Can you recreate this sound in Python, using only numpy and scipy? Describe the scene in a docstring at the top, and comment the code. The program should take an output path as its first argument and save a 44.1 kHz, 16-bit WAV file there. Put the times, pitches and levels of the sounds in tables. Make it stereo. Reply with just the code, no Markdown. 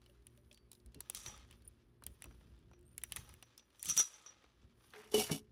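"""Rusty chain links clink and drag as a hand works a sprung brass snap hook onto them, close to a phone.
Each impact excites the modes of the links and of the steel pipe post they are wrapped round; the hook's
spring squeaks by stick-slip friction. Then a plank gate scrapes and judders over grit, shaking its mesh.
Behind it a sleeve rustles, the hand rumbles on the phone and a far motor hums in the night air."""
import sys
import numpy as np
from scipy import signal
from scipy.fft import rfft, irfft
from scipy.io import wavfile
from scipy.ndimage import uniform_filter1d

SR = 44100
rng = np.random.default_rng(int(sys.argv[2]) if len(sys.argv) > 2 else 0)


def unload_audio(sound):
    """Save the sound as a 16-bit wav file, at the path given as the first command line argument."""
    columns = np.transpose(np.atleast_2d(sound))
    # keep every value between -1 and 1, then stretch to whole-number steps
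    steps = np.round(np.clip(columns, -1, 1) * 32767)
    wavfile.write(sys.argv[1], SR, steps.astype(np.int16))


N = 243035
T = np.arange(N) / SR

# impacts of links and hook: (time [s], tick level [dB], body [dB re tick], post ring [dB re tick],
# thud [dB re tick], body pitch [Hz])
CLINKS = [(0.0167, -68.5, 6, -28, 10, 3960), (.04, -72, 5, -30, -8, 4500), (0.061, -61.5, 5, -20, -6, 3000),
          (.097, -72, 9, -30, -5, 3000), (.222, -78, 8, -30, 3, 4000), (0.268, -42, -12, -34, -40, 2860),
          (.35, -76, 6, -30, 5, 2200), (0.375, -56, -7.5, -21, -26, 2900),
          (0.5126, -71, 20, -18, -10, 3320), (0.5275, -51, -5, -15, -27, 4120),
          (.5444, -55, -2, -26, -26, 4670), (0.5745, -60, 4.5, -30, -25, 3000),
          (0.7158, -40.5, -12.5, -32, -28, 3950), (0.7303, -44.5, -11, -30, -20, 3880),
          (.7505, -56.5, -0.5, -24, -25, 4650), (.8, -70, 6, -30, -15, 4500),
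          (0.8606, -52, -12, -33, -27, 4000), (.92, -72, 5, -30, -15, 4600),
          (.945, -48.5, -1, -41, -13, 4080), (1.005, -30, -13, -34, -21.5, 4030),
          (1.0982, -25.5, -16, -31, -25, 3750), (1.1476, -29, -8.5, -26, -46, 4770),
          (1.261, -42.5, 4, 4.5, -2, 3600), (1.2708, -49, -8, -2, -6, 2020),
          (1.2809, -47, -4, 5, -19, 1770), (1.3635, -57, -12, -17, -3, 1940),
          (1.3761, -49.5, -3.5, -28, -19, 3600), (1.396, -68, 9, -30, -15, 4200),
          (1.51, -50, -2, -34, -21, 2920), (1.526, -60, 5, -30, -15, 3100),
          (1.621, -62, -3, -30, -15, 3500), (2.022, -61, 1, -36, 11, 1750),
          (2.0373, -43, -8.5, -30, -19, 3980), (2.0648, -28, -16, -47, -33, 2660),
          (2.2211, -37, -7, -19, -36, 2580), (2.241, -40, -7, -35, -12, 2600),
          (2.2556, -53.5, -23, -14, 7.5, 1910), (2.309, -68.5, -1, 0, 17, 1560),
          (2.345, -70, -3, -20, 9, 1500), (2.41, -72, 3, -20, 11, 1500), (2.59, -66, -9, -30, -25, 4000),
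          (2.7126, -66.5, -1, -7, 11, 1920), (2.7332, -71.5, 12.5, 5.5, 12.5, 2370),
          (2.7915, -63, -12, -35, -30, 3000), (2.811, -64, -15, -35, -30, 3000),
          (2.828, -66, -15, -35, -30, 3000), (2.9794, -27, -18, -49, -49, 2250),
          (3.0158, -55, 2, -10, -26, 2570), (3.0359, -25, -14, -29, -39, 2220),
          (3.111, -59, -8, -30, -30, 4000), (3.121, -26.5, -7, -24, -31, 2930),
          (3.1614, -25.5, -11, -36, -38, 3510), (3.1676, -34.5, -1.5, -24, -13.5, 2140),
          (3.291, -45.5, -10, -15, -32, 3700), (3.339, -47, -10, -36, -31, 2200),
          (3.4257, -44, -2, -12, -10, 2990), (3.5774, -43.5, -5, -10, -29.5, 5340),
          (3.5947, -69.5, 15, 8, 7, 3630), (3.703, -68, 2, -15, -5, 3000), (3.7944, -48, -9, -4, -27, 3470),
          (3.8279, -28, -23, -29, -50, 3400), (3.837, -56, 8, -30, -12, 2300),
          (3.8477, -35, -16, -39.5, -37, 3930), (3.8565, -31, -12, -22, -35, 3180),
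          (3.888, -29.5, -10, -2.5, -27, 2940), (3.8971, -28, -12, 3, -38, 3200),
          (3.9043, -33, -16, 4, -26, 3830), (3.914, -40, -12, 11, -25, 3300),
          (3.9663, -31, -5, -16, -36, 3450), (3.9755, -20, -20, 2.5, -40.5, 3520),
          (3.9929, -25, -20, 5.5, -13, 3700), (3.996, -34, -5.5, 8, -20, 1490),
          (4.0022, -31.5, -14, 12, -15, 3060), (4.0294, -37, -14, 8, -25, 1400),
          (4.1393, -62, -21, 13.5, 1, 2560), (4.2615, -60, 8, 18, 3, 2600), (4.425, -74, 8, -20, 10, 2000),
          (4.4399, -72, 13, -9, 18, 2520), (4.904, -68, 7, -30, -15, 4700), (4.9364, -62, 14, -7, 3, 2170)]
# bright modes of a rusty link: (frequency [Hz], level [dB], t60 [s])
LINK_MODES = [(6800, -4.5, 0.0067), (10220, -8.5, 0.03), (10220, 20, 0.007), (13500, -20, .008),
              (14800, -7, .008)]
# the chain runs through the hook: (peak time [s], level [dB], 60 dB rise [s], t60 [s])
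CHAIN_RUNS = [(1.152, -47.5, .01, .3), (1.27, -56, 0.19, 0.27), (3.166, -49, .018, 0.076),
              (3.863, -49, 0.0735, .4), (3.915, -43, 0.24, 0.052), (3.972, -41, .1, .2),
              (4.0, -35, 0.1137, .055)]
# rattle of the running chain: (frequency [Hz], spectral level [dB])
RUN_SPECTRUM = [(200, -25), (700, -29), (1300, -14), (2000, -14), (3400, -6.5), (5000, -8), (7000, -1),
                (11000, -3), (12500, -11), (14800, -15), (16500, -38.5)]
# sustained contact: (time [s], sleeve rustle [dB], chain drag [dB], hand rumble [dB])
CONTACT_LEVELS = [(0, -90, -80, -72), (.48, -92, -86, -68.5), (.85, -99, -87, -71), (1.05, -82, -74, -70),
                  (1.17, -64, -70, -74), (1.28, -69, -64, -68), (1.37, -86, -65, -63),
                  (1.57, -83, -78, -65.5), (2.0, -101, -86.5, -68), (2.09, -84, -76.5, -70.5),
                  (2.38, -79, -76, -62.5), (2.75, -102, -82.5, -64), (3.0, -79, -84.5, -65.5),
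                  (3.19, -65, -63.5, -62), (3.34, -74.5, -73, -72.5), (3.55, -96, -75, -80),
                  (3.84, -73, -77, -77), (3.92, -85, -73, -82), (4.22, -97, -65, -86),
                  (4.73, -95.5, -82, -70.5), (4.86, -72.5, -73.5, -70), (5.02, -78, -67.5, -82),
                  (5.13, -101, -88, -64)]
# rust sliding on steel: (frequency [Hz], spectral level [dB])
DRAG_SPECTRUM = [(290, -34.5), (500, 1.5), (763, -8), (851, 0), (1720, -1), (2720, -0.5), (3300, -0.5),
                 (5420, -4.5), (9000, -15.5), (11700, -32.5), (19800, -120)]
# pulls on the spring: (start [s], end [s], slips [count], first level [dB], last level [dB],
# first pitch [Hz], last pitch [Hz])
SPRING_PULLS = [(1.6473, 1.676, 2, -50, -44, 9100, 9550), (2.8524, 2.9524, 9, -65, -71, 8450, 9550)]
# partials of the coil: (frequency [multiple of the pitch], level [dB])
SPRING_MODES = [(1, 7), (1.27, -9), (1.5, -1.5)]
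# modes of the pipe: (frequency [Hz], gain when struck [dB], t60 [s], gain when rubbed [dB])
POST_MODES = [(850, -42, .04, 6), (1255, -32, .05, 3), (1310, -29.5, .07, 7), (2140, -38, .09, 8),
              (2550, -38, .07, 6), (3270, -34, .07, 7), (3550, -32, .08, 8), (3830, -32, .08, 6),
              (4320, -32, .09, 6), (5760, -12, .08, 10), (5820, -6.5, .18, 19), (5950, -13, .1, 12),
              (6160, -11, .08, 12), (6235, -14, .07, 8), (6300, -12, .043, 6), (6751, -32.5, .1, 5),
              (7020, -27, .1, 6), (10000, -29, .1, 4)]
# the chain settles on the post and mutes it: (start [s], ramp [s], release [s], gain [dB])
POST_MUTES = [(3.93, .04, 3.972, -7), (4.02, .02, 4.13, -4)]
# blows on the gate and post footing: (time [s], level [dB], depth of tone [0-1])
KNOCKS = [(0.956, -52.5, 0.81), (.975, -64, 0.45), (3.872, -55, .95), (3.89, -55, .95), (3.915, -55, .92),
          (3.958, -54, .95), (3.995, -49, 0.55), (5.118, -50, 0.33), (5.139, -27.5, 0.41),
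          (5.176, -30, 0.44), (5.203, -29.5, 0), (5.296, -34, 0.64), (5.308, -29.5, 0.88),
          (5.328, -32.5, 0.74), (5.347, -38, .75)]
# modes of the planks: (frequency [Hz], level [dB], t60 [s], depth of tone that excites it best [0-1])
PLANK_MODES = [(165, 5.5, 0.072, 0.94), (218, -3.5, 0.23, 0.52), (280, -0.5, 0.14, 0.8),
               (328, -7, 0.066, 0.94), (422.5, 4.5, 0.26, 0.4), (578, -4, 0.051, 0.5),
               (635, -4.5, 0.051, 0.6), (753, 1.5, 0.14, 0.06), (875, -1.5, 0.07, 0.2)]
# the ground grips the planks and mutes them: (start [s], ramp [s], release [s], gain [dB])
PLANK_MUTES = [(.99, .03, 1.5, -25), (3.93, .02, 3.955, -15), (4.005, .03, 4.6, -29.5),
               (5.2, 0.033, 5.293, -12.5), (5.36, .1, 5.4, -21)]
# shoves that drag the gate: (time [s], jolt level [dB], scrape level [dB], scrape t60 [s])
SHOVES = [(4.939, -65, -56, 1), (5.145, -45, -51, 1), (5.3, -46, -65, 0.28)]
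# dull scrape of the gate: (frequency [Hz], spectral level [dB])
SCRAPE_SPECTRUM = [(500, -10.5), (900, -1.5), (1600, -1.5), (2200, -2.5), (3200, -12.5), (5000, -19),
                   (9000, -49)]
# grit crushed under the gate: (peak time [s], level [dB], 60 dB rise [s], t60 [s])
GRINDS = [(4.96, -63, .1, .5), (5.119, -58, .01, .8), (5.143, -41, .012, .4), (5.195, -34.5, .2, .32),
          (5.318, -39, .025, .24)]
# grinding grit: (frequency [Hz], spectral level [dB])
GRIT_SPECTRUM = [(530, -8.5), (900, -10.5), (1880, -30), (2300, -16), (2880, -9), (5120, -10.5), (5580, -6),
                 (7040, -12), (9920, -9), (11500, -6), (11900, -48), (12800, -9.5), (14500, -15),
                 (16800, -64)]
# modes of the gate's wire mesh: (frequency [Hz], nominal width [Hz], level [dB])
MESH_MODES = [(2267, 22, 2), (2960, 40, -3), (3530, 50, -4), (2860, 50, -3), (4680, 50, -5), (5660, 60, -5),
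              (10000, 110, -17)]
# the gate comes to rest and its scraping drops: (start [s], ramp [s], release [s], gain [dB])
GATE_HALTS = [(5.075, .025, 5.115, -6), (5.36, .06, 5.6, -18)]
# lone faint rings: (time [s], frequency [Hz], level [dB], t60 [s])
PINGS = [(.09, 568, -61.5, 0.12), (.375, 586, -63, 0.14), (.51, 592, -59.5, 0.094),
         (0.546, 4590, -67.5, 0.33), (.95, 2750, -66, .15), (2.91, 2580, -76, .1)]
# the sleeve brushes past: (time [s], level [dB])
BRUSHES = [(.1, -80), (.36, -78), (.51, -76), (.76, -76), (2.13, -76)]
# sliding cloth: (frequency [Hz], spectral level [dB])
RUSTLE_SPECTRUM = [(3500, -29.5), (6000, -11.5), (8200, -17), (9000, -1), (11200, -0.5), (12200, -15),
                   (13000, -4), (15000, -6), (16300, -41.5)]
# fingers bump the phone: (time [s], level [dB])
BUMPS = [(.87, -59), (.97, -53.5), (1.16, -58.5), (1.28, -54), (2.08, -56.5), (2.27, -54.5), (3.19, -54),
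         (3.32, -59), (3.891, -57), (4.65, -61.5)]
# handling noise: (frequency [Hz], spectral level [dB])
RUMBLE_SPECTRUM = [(12, -61.5), (20, -21), (39, -5), (59, 4.5), (87, -4.5), (233, -15), (262, -19),
                   (358, -19.5), (700, -34), (910, -51), (1540, -120)]
# spectral lines of the motor: (frequency [Hz], level [dB])
HUM_LINES = [(58.5, -71), (117, -72), (234, -78.5), (290, -93.5), (357, -78), (409, -83.5)]
# the hum weakens as the phone turns away: (time [s], gain [dB])
HUM_FADE = [(0, -1.5), (3.35, -3.5), (3.5, -12), (4.1, -18), (4.6, -9), (5.51, -1.5)]
# night ambience: (frequency [Hz], spectral level [dB])
NIGHT_SPECTRUM = [(59, -30), (100, -8.5), (302, 0.5), (358, -0.5), (752, -15.5), (1010, -13), (4110, -27),
                  (7140, -43.5), (10200, -27), (15000, -36), (16000, -55)]
# the ambience dies away at the end: (start [s], ramp [s], release [s], gain [dB])
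NIGHT_FADE = [(5.42, .07, 5.6, -12)]

TICK_RISE_S, TICK_T60_S, CLINK_PAN_DB = .0005, .013, 1.5  # pan is left minus right
BODY_T60_S, BODY_SPAN, NEIGHBOUR_DB = .016, 1.6, -7  # span is a frequency ratio each way
SLIP_RISE_S, SPRING_T60_S, SPRING_GLIDE_PER_S = .0009, .027, 1.7  # glide is a relative rise in pitch
SLIP_JITTER, SLIP_SCATTER_DB, SLIP_ROUGH_DB = .006, 3, 4
WAKE_DB, WAKE_SPAN_DB = -80, 16  # the drag starts to ring the post here, and does so fully a span higher
RUN_TO_POST_DB, CLINK_TO_WALL_DB, POST_FLUTTER_DB = -.5, -17, 3
PORT_LAG_SAMPLES, NOTCH_HZ, NOTCH_WIDTH_HZ, BASS_CUT_HZ, TOP_HZ = 11, 11800, 650, 44, 16800


def clinks():
    """Impact excitation: a broadband crack rings a link's modes, over a duller body and a thud."""
    size = 8192
    out, t = np.zeros((2, N + size)), np.arange(size) / SR
    peak = lambda x: x / np.abs(x).max()
    fall = lambda stretch: (1 - np.exp(-t / TICK_RISE_S)) ** 2 * undb(-60 * t / (stretch * TICK_T60_S))
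    for s, db, body_db, _, thud_db, body_hz in CLINKS:
        crack = stereo_noise(.85, size) * fall(.42)
        crack[1] = np.roll(crack[1], PORT_LAG_SAMPLES)  # reaches the right port late
        link = sum(undb(mode_db + 4 * rng.standard_normal())
                   * ring(crack[0], hz * (1 + .044 * rng.standard_normal()), t60, 1.87)
                   for hz, mode_db, t60 in LINK_MODES)
        tail = band(stereo_noise(0, size) * fall(15), 5000, 16000)  # from rust and wood
        tick = peak(band(crack, 6300, 13500)) + undb(-.8) * peak(link) + undb(-36) * tail
        burst = stereo_noise(0, size) * (fall(2.2) + undb(-17) * fall(7.1))
        # neighbouring links answer at nearby pitches
        pitches_hz = body_hz * np.append(1, 1.25 ** rng.standard_normal(3))
        tones = sum(undb(NEIGHBOUR_DB * (k > 0)) * ring(crack[0], hz, BODY_T60_S, 1.9)
                    for k, hz in enumerate(pitches_hz))
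        body = peak(band(burst, body_hz / BODY_SPAN, body_hz * BODY_SPAN)) + undb(4.5) * peak(tones)
        thud = peak(band(stereo_noise(.31, size) * fall(3), 190, 1200))
        i = int(s * SR)
        out[:, i:i + size] += undb(db) * (tick + undb(body_db) * body + undb(thud_db) * thud)
    return out[:, :N] * undb([[CLINK_PAN_DB / 2], [-CLINK_PAN_DB / 2]])


def chain_run():
    """Superposition: dense collisions merge into a rattle as the chain runs through the hook."""
    level = sum(surge(s, db, rise_s, t60) + surge(s, db - 22, rise_s, t60=.66)
                for s, db, rise_s, t60 in CHAIN_RUNS)
    return level * colour(stereo_noise(0) * grains(900, 2.1), RUN_SPECTRUM)


def chain_drag(level_db):
    """Sliding friction: rusty surfaces catch and slip, giving a grainy noise."""
    return undb(level_db + 2 * walk(30)) * colour(stereo_noise(-.068) * grains(440, 2.4), DRAG_SPECTRUM)


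def spring():
    """Stick-slip: each of a row of even slips pings the coil, whose pitch climbs as it tightens."""
    size = 4096
    out, t = np.zeros((2, N + size)), np.arange(size) / SR
    slips = np.concatenate([np.linspace([s0, db0, hz0], [s1, db1, hz1], round(count))
                            for s0, s1, count, db0, db1, hz0, hz1 in SPRING_PULLS])
    onset = (1 - np.exp(-t / SLIP_RISE_S)) ** 2
    for s, db, hz in slips:
        pitch_hz = hz * (1 + SLIP_JITTER * rng.standard_normal())
        phase = 2 * np.pi * pitch_hz * (t + SPRING_GLIDE_PER_S * t ** 2 / 2)
        coil = sum(undb(mode_db) * stereo_sine(ratio * phase, 1.36 * ratio)
                   for ratio, mode_db in SPRING_MODES)
        coil *= undb(-60 * t / SPRING_T60_S)
        crack = undb(2) * band(stereo_noise(.26, size), 10000, 12800) * undb(-60 * t / .012)
        i = int(s * SR)
        out[:, i:i + size] += undb(db + SLIP_SCATTER_DB * rng.standard_normal()) * onset * (coil + crack)
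    return out[:, :N] * undb(SLIP_ROUGH_DB * walk(500) - 2.5)


def post(rub):
    """Free and forced vibration: the pipe's clustered modes ring after blows and sing while rubbed."""
    s, db, _, ring_db = np.transpose(CLINKS)[:4]
    spread_db = 1.3 * rng.standard_normal((len(s), len(POST_MODES)))
    out = 0
    for k, (hz, mode_db, t60, rub_db) in enumerate(POST_MODES):
        blows = impulses(s, db + ring_db + mode_db + spread_db[:, k])
        rubbed = undb(rub_db) * 2 * np.log(1000) / (t60 * SR) * rub
        flutter = undb(POST_FLUTTER_DB * walk(140))  # loose links buzz against the wall
        out += flutter * ring(soft_contact(blows, hz, size=110) + rubbed, hz, t60, 1.32 * hz / 5800)
    return out * muting(POST_MUTES)


def pipe_wall(contact, count=60):
    """Modal response: the links excite many weak, short-lived modes of the pipe wall."""
    modes_hz = 1250 * (8000 / 1250) ** ((np.arange(count) + .7 * rng.random(count)) / count)
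    leads = 2 * np.pi * rng.random(count)
    return undb(-50) * sum(ring(contact, hz, .13, lead) for hz, lead in zip(modes_hz, leads))


def gate():
    """Friction drives resonators: scraping rings the planks, and grinding grit shakes the mesh."""
    grit = colour(stereo_noise(0) * grains(700, 1.6) * undb(1.6 * walk(45)), GRIT_SPECTRUM)
    mesh = sum(undb(db + 4.5 * walk(30)) * ring(grit[0], hz, 4.1 / width, 1.68) * np.sqrt(width / SR)
               for hz, width, db in MESH_MODES)
    halts = muting(GATE_HALTS)
    scrape_level = halts * sum(surge(s, jolt_db, rise_s=.043, t60=.057) + surge(s, db, .03, t60)
                               for s, jolt_db, db, t60 in SHOVES)
    grit_level = halts * sum(surge(*row) for row in GRINDS)
    scrape = scrape_level * colour(stereo_noise(0) * grains(300, 2.4), SCRAPE_SPECTRUM)
    return planks(scrape_level) + grit_level * (grit + undb(-7.5) * mesh) + scrape


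def planks(scrape_level):
    """Selective excitation: scraping and soft blows favour the modes nearest their own depth of tone."""
    s, db, blow_depth = np.transpose(KNOCKS)
    out = 0
    for hz, mode_db, t60, depth in PLANK_MODES:
        force = impulses(s, db + mode_db - 47.6 * np.abs(depth - blow_depth))
        force += undb(mode_db - 26 * np.abs(depth - .3) - 32.5) * scrape_level * rng.standard_normal(N)
        out += ring(soft_contact(force, hz, size=200), hz, t60, -hz / 500)
    return band(out, 110, 3000) * muting(PLANK_MUTES) * undb([[-1.7], [3.2]])


def pings():
    """Damped oscillation: lone faint tones start softly and decay exponentially."""
    out = 0
    for s, hz, db, t60 in PINGS:
        t = np.maximum(T - s, 0)
        out += undb(db - 60 * t / t60) * (1 - np.exp(-t / .003)) * stereo_sine(2 * np.pi * hz * t, 1.5)
    return out


def sleeve(level_db):
    """Cloth friction: tiny slips add up to a high rustle that swells at each brush."""
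    level = undb(level_db) + sum(surge(s, db, rise_s=.25, t60=.25) for s, db in BRUSHES)
    return level * undb(2 * walk(25)) * colour(stereo_noise(.23) * grains(900, 1.7), RUSTLE_SPECTRUM)


def hand(level_db):
    """Structure-borne sound: the grip and finger bumps pass through the phone as a low rumble."""
    level = undb(level_db) + sum(surge(s, db, rise_s=.13, t60=.18) for s, db in BUMPS)
    return level * undb(1.8 * walk(25)) * colour(stereo_noise(.8), RUMBLE_SPECTRUM)


def motor():
    """Line spectrum: a far motor hums in tones that waver in level and pitch."""
    out = 0
    for hz, db in HUM_LINES:
        amplitude = np.sqrt(2) * undb(db + 3.7 * walk(13))
        phase = np.cumsum(2 * np.pi * hz * (1 + .014 * walk(6)) / SR)
        out += amplitude * stereo_sine(phase, hz / 400)
    return out * undb(curves(HUM_FADE)[0])


def night():
    """Diffuse field: faint ambient noise, almost uncorrelated between the two ports."""
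    return muting(NIGHT_FADE) * undb(-75.5) * colour(stereo_noise(.1), NIGHT_SPECTRUM)


def ring(x, hz, t60, lead):
    """Damped resonator driven by x; the left port leads by lead radians."""
    z = signal.lfilter([1], [1, -np.exp(2j * np.pi * hz / SR - np.log(1000) / (t60 * SR))], x)
    return np.array([(z * np.exp(1j * lead)).imag, z.imag])


def soft_contact(force, hz, size):
    """Compliant contact: the mode at hz builds up over size samples."""
    push = np.hanning(size)
    return np.convolve(force, 2 * push / push.sum() * np.cos(2 * np.pi * hz * np.arange(size) / SR))[:N]


def impulses(times_s, db):
    """Ideal impacts, one sample each."""
    out = np.zeros(N)
    out[(times_s * SR).astype(int)] = undb(db)
    return out


def grains(rate, spread_db):
    """Shot-noise envelope: rate tiny slips a second over a steady floor, rms 1."""
    slips = (rng.random(N) < rate / SR) * undb(spread_db * np.minimum(rng.exponential(size=N), 4.5))
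    envelope = 1 + signal.lfilter([1], [1, -.985], slips)
    return envelope / np.sqrt(np.mean(envelope ** 2))


def surge(s, db, rise_s, t60):
    """Exponential envelope: climbs 60 dB in rise_s to its peak at s, then falls 60 dB in t60."""
    return undb(db - 60 * np.where(T < s, (s - T) / rise_s, (T - s) / t60))


def muting(table):
    """Attenuation that ramps in and holds until its release."""
    return undb(sum(db * np.clip((T - s) / ramp_s, 0, 1) * (T < end) for s, ramp_s, end, db in table))


def walk(rate):
    """Random modulation: rate values a second joined by ramps, spread near 1."""
    hold = int(SR / rate)
    return 1.205 * uniform_filter1d(np.repeat(rng.standard_normal(N // hold + 1), hold), hold)[:N]


def stereo_noise(correlation, size=N):
    """Partially coherent white noise at the two microphone ports."""
    mid, side = rng.standard_normal((2, size))
    side = np.array([side, -side])
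    return (np.sqrt(1 + correlation) * mid + np.sqrt(1 - correlation) * side) / np.sqrt(2)


def stereo_sine(phase, lead):
    """Phase difference: a sine whose left port leads by lead radians."""
    return np.sin(phase + np.array([[lead], [0]]))


def colour(x, spectrum):
    """Spectral shaping of x by (frequency [Hz], level [dB]) points, rms 1."""
    hz, db = np.transpose(spectrum)
    bins_hz = np.maximum(np.fft.rfftfreq(x.shape[-1], 1 / SR), 1)
    y = irfft(rfft(x) * undb(np.interp(np.log(bins_hz), np.log(hz), db)), x.shape[-1])
    return y / np.sqrt(np.mean(y ** 2))


def band(x, lo_hz, hi_hz):
    """Band-pass filter."""
    return signal.sosfilt(signal.butter(2, [lo_hz, hi_hz], "band", fs=SR, output="sos"), x)


def curves(table):
    """Linear interpolation of each column over time."""
    s, *columns = np.transpose(table)
    return [np.interp(T, s, column) for column in columns]


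def undb(db):
    """Decibels to amplitude ratio."""
    return 10 ** (np.asarray(db) / 20)


def scene():
    """Coupling and superposition: the chain drives the pipe, and all sources add at the ports."""
    rustle_db, drag_db, rumble_db = curves(CONTACT_LEVELS)
    rustle = sleeve(rustle_db)
    drag = chain_drag(drag_db)
    rumble = hand(rumble_db)
    run = chain_run()
    ambience = night()
    hits = clinks()
    drag_coupling = np.clip((drag_db - WAKE_DB) / WAKE_SPAN_DB, 0, 1)
    rub = undb(RUN_TO_POST_DB) * run[0] + drag_coupling * drag[0]
    pipe = pipe_wall(run[0] + drag[0] + undb(CLINK_TO_WALL_DB) * hits[0]) + post(rub)
    return hits + run + drag + pipe + spring() + pings() + gate() + motor() + rustle + rumble + ambience


def record(dry):
    """Frequency response: the ports notch one treble band; the phone cuts the deepest bass and the top."""
    notched = dry - signal.lfilter(*signal.iirpeak(NOTCH_HZ, NOTCH_HZ / NOTCH_WIDTH_HZ, fs=SR), dry)
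    thinned = signal.sosfilt(signal.butter(2, BASS_CUT_HZ, "high", fs=SR, output="sos"), notched)
    return signal.sosfilt(signal.ellip(10, .2, 80, TOP_HZ, fs=SR, output="sos"), thinned)


dry = scene()
out = record(dry)
unload_audio(out)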